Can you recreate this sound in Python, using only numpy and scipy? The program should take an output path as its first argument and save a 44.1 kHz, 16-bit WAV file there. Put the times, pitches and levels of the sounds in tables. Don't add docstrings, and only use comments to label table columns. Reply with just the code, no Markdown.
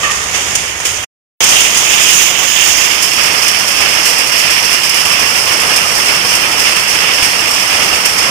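import sys
import numpy as np
from scipy import signal
from scipy.fft import rfft, irfft, next_fast_len
from scipy.io import wavfile

SR = 44100
rng = np.random.default_rng(int(sys.argv[2]) if len(sys.argv) > 2 else 0)


def wrap_up_sound(samples):
    columns = np.atleast_2d(samples).T
    tamed = np.clip(columns, -1, 1)
    steps = np.round(tamed * 32767).astype(np.int16)
    wavfile.write(sys.argv[1], SR, steps)


N = 366023
TIME = np.arange(N) / SR
FFT_SIZE = next_fast_len(N + SR)
FREQ = np.maximum(np.arange(FFT_SIZE // 2 + 1) * SR / FFT_SIZE, 1)

# start_s, end_s
PLACE_TIMES = [(0, 1.043), (1.405, 8.4)]
# pitch_hz, first_place_db, second_place_db
LOOM_TONE = [(30.0, -16, -15.5), (55.0, -7, -15), (75.7, -2.5, -7), (138, -7, -7.5), (250.0, -11.5, -8.5),
             (450.0, -6.5, -5), (1267, -5.5, -3), (1600, -9, -7.5), (2004, -5, -5.5), (5200, -17, -6.5),
             (10280, -22.5, -14), (14000, -30.5, -22), (14940, -33.5, -17.5)]
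# time_s, knock_db, clatter_db, rattle_db
FIRST_LEVELS = [(0, -25.5, -27, -25.5), (.15, -24.5, -30, -24.5), (.3, -26, -30.5, -27),
                (.37, -25, -26.5, -24.5), (.52, -25.5, -29.5, -24.5), (.59, -28, -25.5, -25),
                (.78, -27, -31, -30), (.9, -28.5, -27.5, -26), (1.04, -27, -31, -29.5)]
SECOND_LEVELS = [(1.45, -22, -20.5, -19.5), (1.7, -23, -21, -20), (2.2, -23.5, -20, -19),
                 (2.35, -24, -22.5, -23.5), (2.65, -24.5, -21.5, -19.5), (3.1, -24, -22.5, -22),
                 (3.9, -23, -22, -21.5), (4.8, -25, -21.5, -21.5), (5.3, -22.5, -22.5, -22),
                 (5.7, -22, -23, -22), (7.0, -23.5, -21.5, -22.5), (8.3, -22, -23, -23)]
CRANK_TURN_S = {"fastest": .4571, "fast": .5708, "slow": .6262, "slowest": .6435}
# loom, into_turn_s, knock_db, clatter_db, rattle_db, fade_s
NEAR_STROKES = [("fastest", .015, -3, -12, -21, 1.0), ("fastest", .146, -4, -5, -13, 0.65),
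                ("fastest", .276, -22, -1, -1, 0.18), ("fastest", .387, -22, -8, -1.8, 0.49),
                ("fast", .056, -22, -2.2, -2, 0.31), ("fast", .324, -22, -1.7, -4, .57),
                ("fast", .376, -1, 1, 0, 0.67), ("fast", .486, -6, -5, -21, 0.71),
                ("slow", 0.025, -8, -5, -5.5, 1.0), ("slow", 0.052, -2, -2, -12, 0.94),
                ("slow", 0.114, -16, -1.6, -12, 1.0), ("slow", .178, -4.5, -2.5, -13, 1.0),
                ("slow", .309, -5, -2, -4, 0.26), ("slow", .332, -22, -1, -1, 0.41),
                ("slow", 0.67, -22, -10, -7, 1.0), ("slowest", 0.135, -22, -12, -3.5, .97),
                ("slowest", .203, -22, -2, 0, 0.55), ("slowest", .234, -15, 0, -4, 0.35),
                ("slowest", .327, -1, 0, 1, 0.17), ("slowest", .456, -22, -3, 0, .32),
                ("slowest", 0.5, -14, -1, 0, .12), ("slowest", .605, -14, -2.5, -13, 1.0)]
# start_s, wood_db,
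# steel_db, fade_s
HARD_BLOWS = [(0.032, -14, -28, 0.34), (.111, -14.5, -19, 0.14), (.344, -12, -21.5, .28),
              (.483, -16, -30, 0.17), (.553, -11, -6, 0.039), (.801, -15, -22, 0.053),
              (.852, -13, -12, 0.21), (1.44, -23, -6, 0.048), (1.489, -21, -9, .15), (1.604, -23, -10, .11),
              (1.773, -17, -8, 0.089), (1.905, -13, -22, 0.16), (2.003, -10, -22, 0.084),
              (2.22, -15, -18, .15), (2.608, -17, -13, .25), (2.783, -13, -20, .25), (3.023, -17, -11, .22),
              (3.134, -19, -16, .08), (3.19, -14, -26, .35), (3.481, -21, -10, 0.074),
              (3.68, -22, -15, .15), (3.97, -9.5, -28, 0.2), (4.054, -26, -10.5, 0.2),
              (4.182, -29, -13.5, .15), (4.363, -14, -27, .12), (4.385, -16, -14, .2),
              (4.501, -14, -16, .25), (4.744, -12, -20, .06), (4.894, -15, -12, 0.04),
              (4.944, -21, -14, 0.099), (5.052, -17, -15, 0.29), (5.376, -18, -17, .15),
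              (5.51, -13, -27, .2), (5.6, -19, -15, .15), (5.705, -12, -25, .25), (5.762, -16, -9, 0.084),
              (5.98, -26, -16, .05), (6.095, -13, -26, .15), (6.315, -12, -28, 0.16),
              (6.351, -26, -8.5, .06), (6.593, -14, -14.5, .18), (6.759, -18, -17, 0.12),
              (6.949, -13, -20, .15), (7.03, -11, -24, .15), (7.112, -14, -23, .25), (7.226, -17, -15, .2),
              (7.397, -18, -20, .16), (7.51, -19, -14, 0.12), (7.82, -11.5, -28, 0.35),
              (7.955, -14, -26, 0.22), (8.055, -10, -6.5, .07), (8.18, -26, -16, .12),
              (8.24, -11.5, -26, .2)]
# pitch_hz, width_hz, level_db, fade_s
FRAME_NOTES = [(1175, 110, -17.5, 0.7), (1835, 99, -21, 0.95), (2570, 110, -28.5, 0.9)]
# pitch_hz, relative_db
MOTOR_NOTES = [(70, 0), (94, -1), (119, -1), (178, -3)]
# pitch_hz, likeness
STEREO_LIKENESS = [(60, 0.87), (130, 0.91), (290, 0.91), (640, 0.59), (1000, 0.38), (1400, -0.23),
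                   (3000, 0.0046)]
# start_s, level_db, pitch_hz, fade_s
MIC_BUMPS = [(.553, -29.5, 44.9, .12), (7.2247, -11, 105, .022)]
# time_s, lean, treble_db
MIC_TURNS = [(0, .8, -2.5), (1.8, 0, 0), (2.2, -5, 3), (2.75, -5.5, 1), (3.25, -3, .7), (4.75, -2.5, 1),
             (5.75, -1, 1), (8.2, -0.3, .7)]
# pitch_hz, width_hz, gain_db
LEFT_PEAKS = [(3040, 570, 2), (3990, 690, -7), (5450, 550.0, 3), (8610, 1180, 11.0), (9960, 740, 4.5)]
RIGHT_OPEN_PEAKS = [(1910, 2550, 4), (3040, 1740, 10.5), (4140, 1000, -9), (6130, 1920, 11.5),
                    (6950, 1230, 10.5), (14560, 1500, 15)]
RIGHT_CUPPED_PEAKS = [(1615, 1850, 5.5), (2780, 1470, 7.5), (2780, 550, 1.5), (3810, 770, -12.5),
                      (5340, 1330, 15.5), (12680, 4800, 8)]
# time_s, cupped_share
HAND_COVER = [(2.55, 0.26), (2.9, 0.62), (3.2, 0.88), (4.5, 0.95)]


def looms(crack_fade_s, ring_fade_s, ring_db, spread_db, wash_db, count=8, size=8192):
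    hits = np.zeros((2, N + size))
    fades = [from_db(-60 * TIME[:size] / fade_s) for fade_s in (crack_fade_s, ring_fade_s)]
    for turn_s in np.repeat(rng.uniform(.45, .68, count), 12):
        crack, ring = struck_part(*fades)
        sound = crack + from_db(ring_db) * ring
        for at, strength in strikes(turn_s, spread_db):
            hits[:, at:at + size] += strength * sound
    wash = from_db(wash_db) * rng.standard_normal((2, N))
    return rms_one(hits[:, :N]) + wash


def struck_part(crack_fade, ring_fade, note_count=130):
    size = len(crack_fade)
    notes = np.zeros((2, size // 2 + 1))
    notes[:, rng.integers(1, size // 2, note_count)] = rng.standard_normal((2, note_count))
    crack = rng.standard_normal((2, size)) * crack_fade
    ring = irfft(notes, size) * ring_fade
    return rms_one(crack), rms_one(ring)


def strikes(turn_s, spread_db, slack_s=.003):
    turns = np.arange(-1, 30)
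    times = (turns + rng.random()) * turn_s + slack_s * rng.standard_normal(len(turns))
    strength = from_db(2 * spread_db * (rng.random() + rng.random(len(turns))))
    heard = (times > 0) & (times < TIME[-1])
    return zip((times[heard] * SR).astype(int), strength[heard])


def near_loom_beat(rise_s=0.0035):
    power = np.ones((3, N))
    for loom, into_turn_s, knock_db, clatter_db, rattle_db, fade_s in NEAR_STROKES:
        age_s = (TIME - into_turn_s) % CRANK_TURN_S[loom]
        pulse = np.minimum(age_s / rise_s, 1) * from_db(-60 * age_s / fade_s) ** 2
        power += from_db([[knock_db], [clatter_db], [rattle_db]]) ** 2 * pulse
    return np.sqrt(power)


def loom_din(levels, tone_db, parts, beat=(1, 1, 1)):
    bands = below(1930), above(1767) * below(3850), above(3700)
    return sum(from_db(level_db) * gain * spread_in_shed(part, from_db(tone_db) * band)
               for level_db, gain, part, band in zip(over_time(levels), beat, parts, bands))


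def hard_blows(knock_db, crack_db, echo_db, echo_fade_s, chatter_s):
    knock_power, crack_power = np.zeros((2, N))
    age_s = TIME[:SR // 2]
    for start_s, wood_db, steel_db, fade_s in HARD_BLOWS:
        at = round(start_s * SR)
        direct = from_db(-60 * np.maximum(age_s - chatter_s, 0) / fade_s) ** 2
        filling = fade_s / echo_fade_s
        echo = filling * from_db(echo_db - 60 * age_s / echo_fade_s) ** 2
        power = (direct + echo)[:N - at]
        knock_power[at:at + len(power)] += from_db(wood_db + knock_db) ** 2 * power
        crack_power[at:at + len(power)] += from_db(steel_db + crack_db) ** 2 * power
    # pitch_hz, relative_db
    wood_tone = [(100, -17.5), (450, -1.5), (1150, -3.5), (3000, -1.5), (5000, -9.5), (15000, -35.5)]
    steel_tone = [(1000, -38), (3000, -7.0), (5000, 1.5), (8000, 0.5), (11000, -4), (15000, -11.0)]
    wood = noise(from_db(over_pitch(wood_tone)[0]))
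    steel = noise(from_db(over_pitch(steel_tone)[0]))
    return np.sqrt(knock_power) * wood + np.sqrt(crack_power) * steel


def frame_clang(start_s=.031):
    return sum(from_db(level_db) * dying(start_s, fade_s) * noise(around(pitch_hz, width_hz))
               for pitch_hz, width_hz, level_db, fade_s in FRAME_NOTES)


def motor_drone(level_db=-42.5, width_hz=6):
    tone = sum(from_db(db) * around(pitch_hz, width_hz) for pitch_hz, db in MOTOR_NOTES)
    return from_db(level_db) * rms_one(filtered(rng.standard_normal(N), tone))


def mic_bumps():
    return sum(-from_db(db) * dying(start_s, fade_s) * np.sin(2 * np.pi * pitch_hz * (TIME - start_s))
               for start_s, db, pitch_hz, fade_s in MIC_BUMPS)


def mic_port(sound, peaks):
    for pitch_hz, width_hz, gain_db in peaks:
        gain = from_db(gain_db / 2)
        damping = np.tan(np.pi * width_hz / SR)
        tuning = -2 * np.cos(2 * np.pi * pitch_hz / SR)
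        forward = [1 + damping * gain, tuning, 1 - damping * gain]
        feedback = [1 + damping / gain, tuning, 1 - damping / gain]
        sound = signal.lfilter(forward, feedback, sound)
    return sound


def spread_in_shed(pair, tone):
    alike = np.clip(over_pitch(STEREO_LIKENESS)[0], -1, 1)
    middle, side = filtered(pair, tone * np.sqrt([1 + alike, 1 - alike]))
    return rms_one(np.array([middle + side, middle - side]))


def noise(tone):
    return spread_in_shed(rng.standard_normal((2, N)), tone)


def from_db(db):
    return np.exp(np.asarray(db) * (np.log(10) / 20))


def rms_one(sound):
    return sound / np.sqrt(np.mean(sound ** 2) + 1e-20)


def over_time(rows):
    time_s, *columns = np.transpose(rows)
    return [np.interp(TIME, time_s, column) for column in columns]


def over_pitch(rows):
    pitch_hz, *columns = np.transpose(rows)
    return [np.interp(np.log(FREQ), np.log(pitch_hz), column) for column in columns]


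def filtered(sound, gain):
    return irfft(rfft(sound, FFT_SIZE) * gain, FFT_SIZE)[..., :N]


def above(hz):
    return 1 / np.sqrt(1 + (hz / FREQ) ** 12)


def below(hz):
    return 1 / np.sqrt(1 + (FREQ / hz) ** 12)


def around(hz, width_hz):
    return 1 / (1 + (2 * (FREQ - hz) / width_hz) ** 2)


def dying(start_s, fade_s):
    return (TIME >= start_s) * from_db(-60 * np.clip((TIME - start_s) / fade_s, 0, 2))


def scene():
    heavy = looms(crack_fade_s=0.089, ring_fade_s=0.15, ring_db=-2.0, spread_db=2.5, wash_db=3.0)
    medium = looms(crack_fade_s=0.039, ring_fade_s=0.18, ring_db=4.5, spread_db=3.5, wash_db=-0.5)
    light = looms(crack_fade_s=0.011, ring_fade_s=0.21, ring_db=8.5, spread_db=3.5, wash_db=0.0)
    parts = heavy, medium, light
    first_tone, second_tone = over_pitch(LOOM_TONE)
    first = loom_din(FIRST_LEVELS, first_tone, parts)
    second = loom_din(SECOND_LEVELS, second_tone, parts, near_loom_beat())
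    blows = hard_blows(knock_db=-7.0, crack_db=-6.0, echo_db=-3, echo_fade_s=0.92, chatter_s=.004)
    second_start_s = PLACE_TIMES[1][0]
    din = np.where(TIME < second_start_s, first + motor_drone(), second)
    return din + blows + frame_clang() + mic_bumps()


def record(dry, ceiling=1.0, fade_s=0.018, cutoff_hz=15500):
    lean, treble_db = over_time(MIC_TURNS)
    treble_change = (from_db(treble_db) - 1) * filtered(dry, above(9000))
    left, right = (dry + treble_change) * from_db([lean * 0.76, -lean * 0.21])
    cupped = np.clip(over_time(HAND_COVER)[0], 0, 1)
    right_open = mic_port(right, RIGHT_OPEN_PEAKS)
    right_cupped = mic_port(right, RIGHT_CUPPED_PEAKS)
    sound = np.array([mic_port(left, LEFT_PEAKS), (1 - cupped) * right_open + cupped * right_cupped])
    sound = sound / (1 + (sound / ceiling) ** 8) ** (1 / 8)
    heard = sum((TIME >= start_s) * from_db(-60 * np.clip((TIME - end_s) / fade_s, 0, 2))
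                for start_s, end_s in PLACE_TIMES)
    treble_cut = np.clip((cutoff_hz - FREQ) / 400 + .5, 0, 1)
    return filtered(sound * heard, treble_cut)


dry = scene()
out = record(dry)
wrap_up_sound(out)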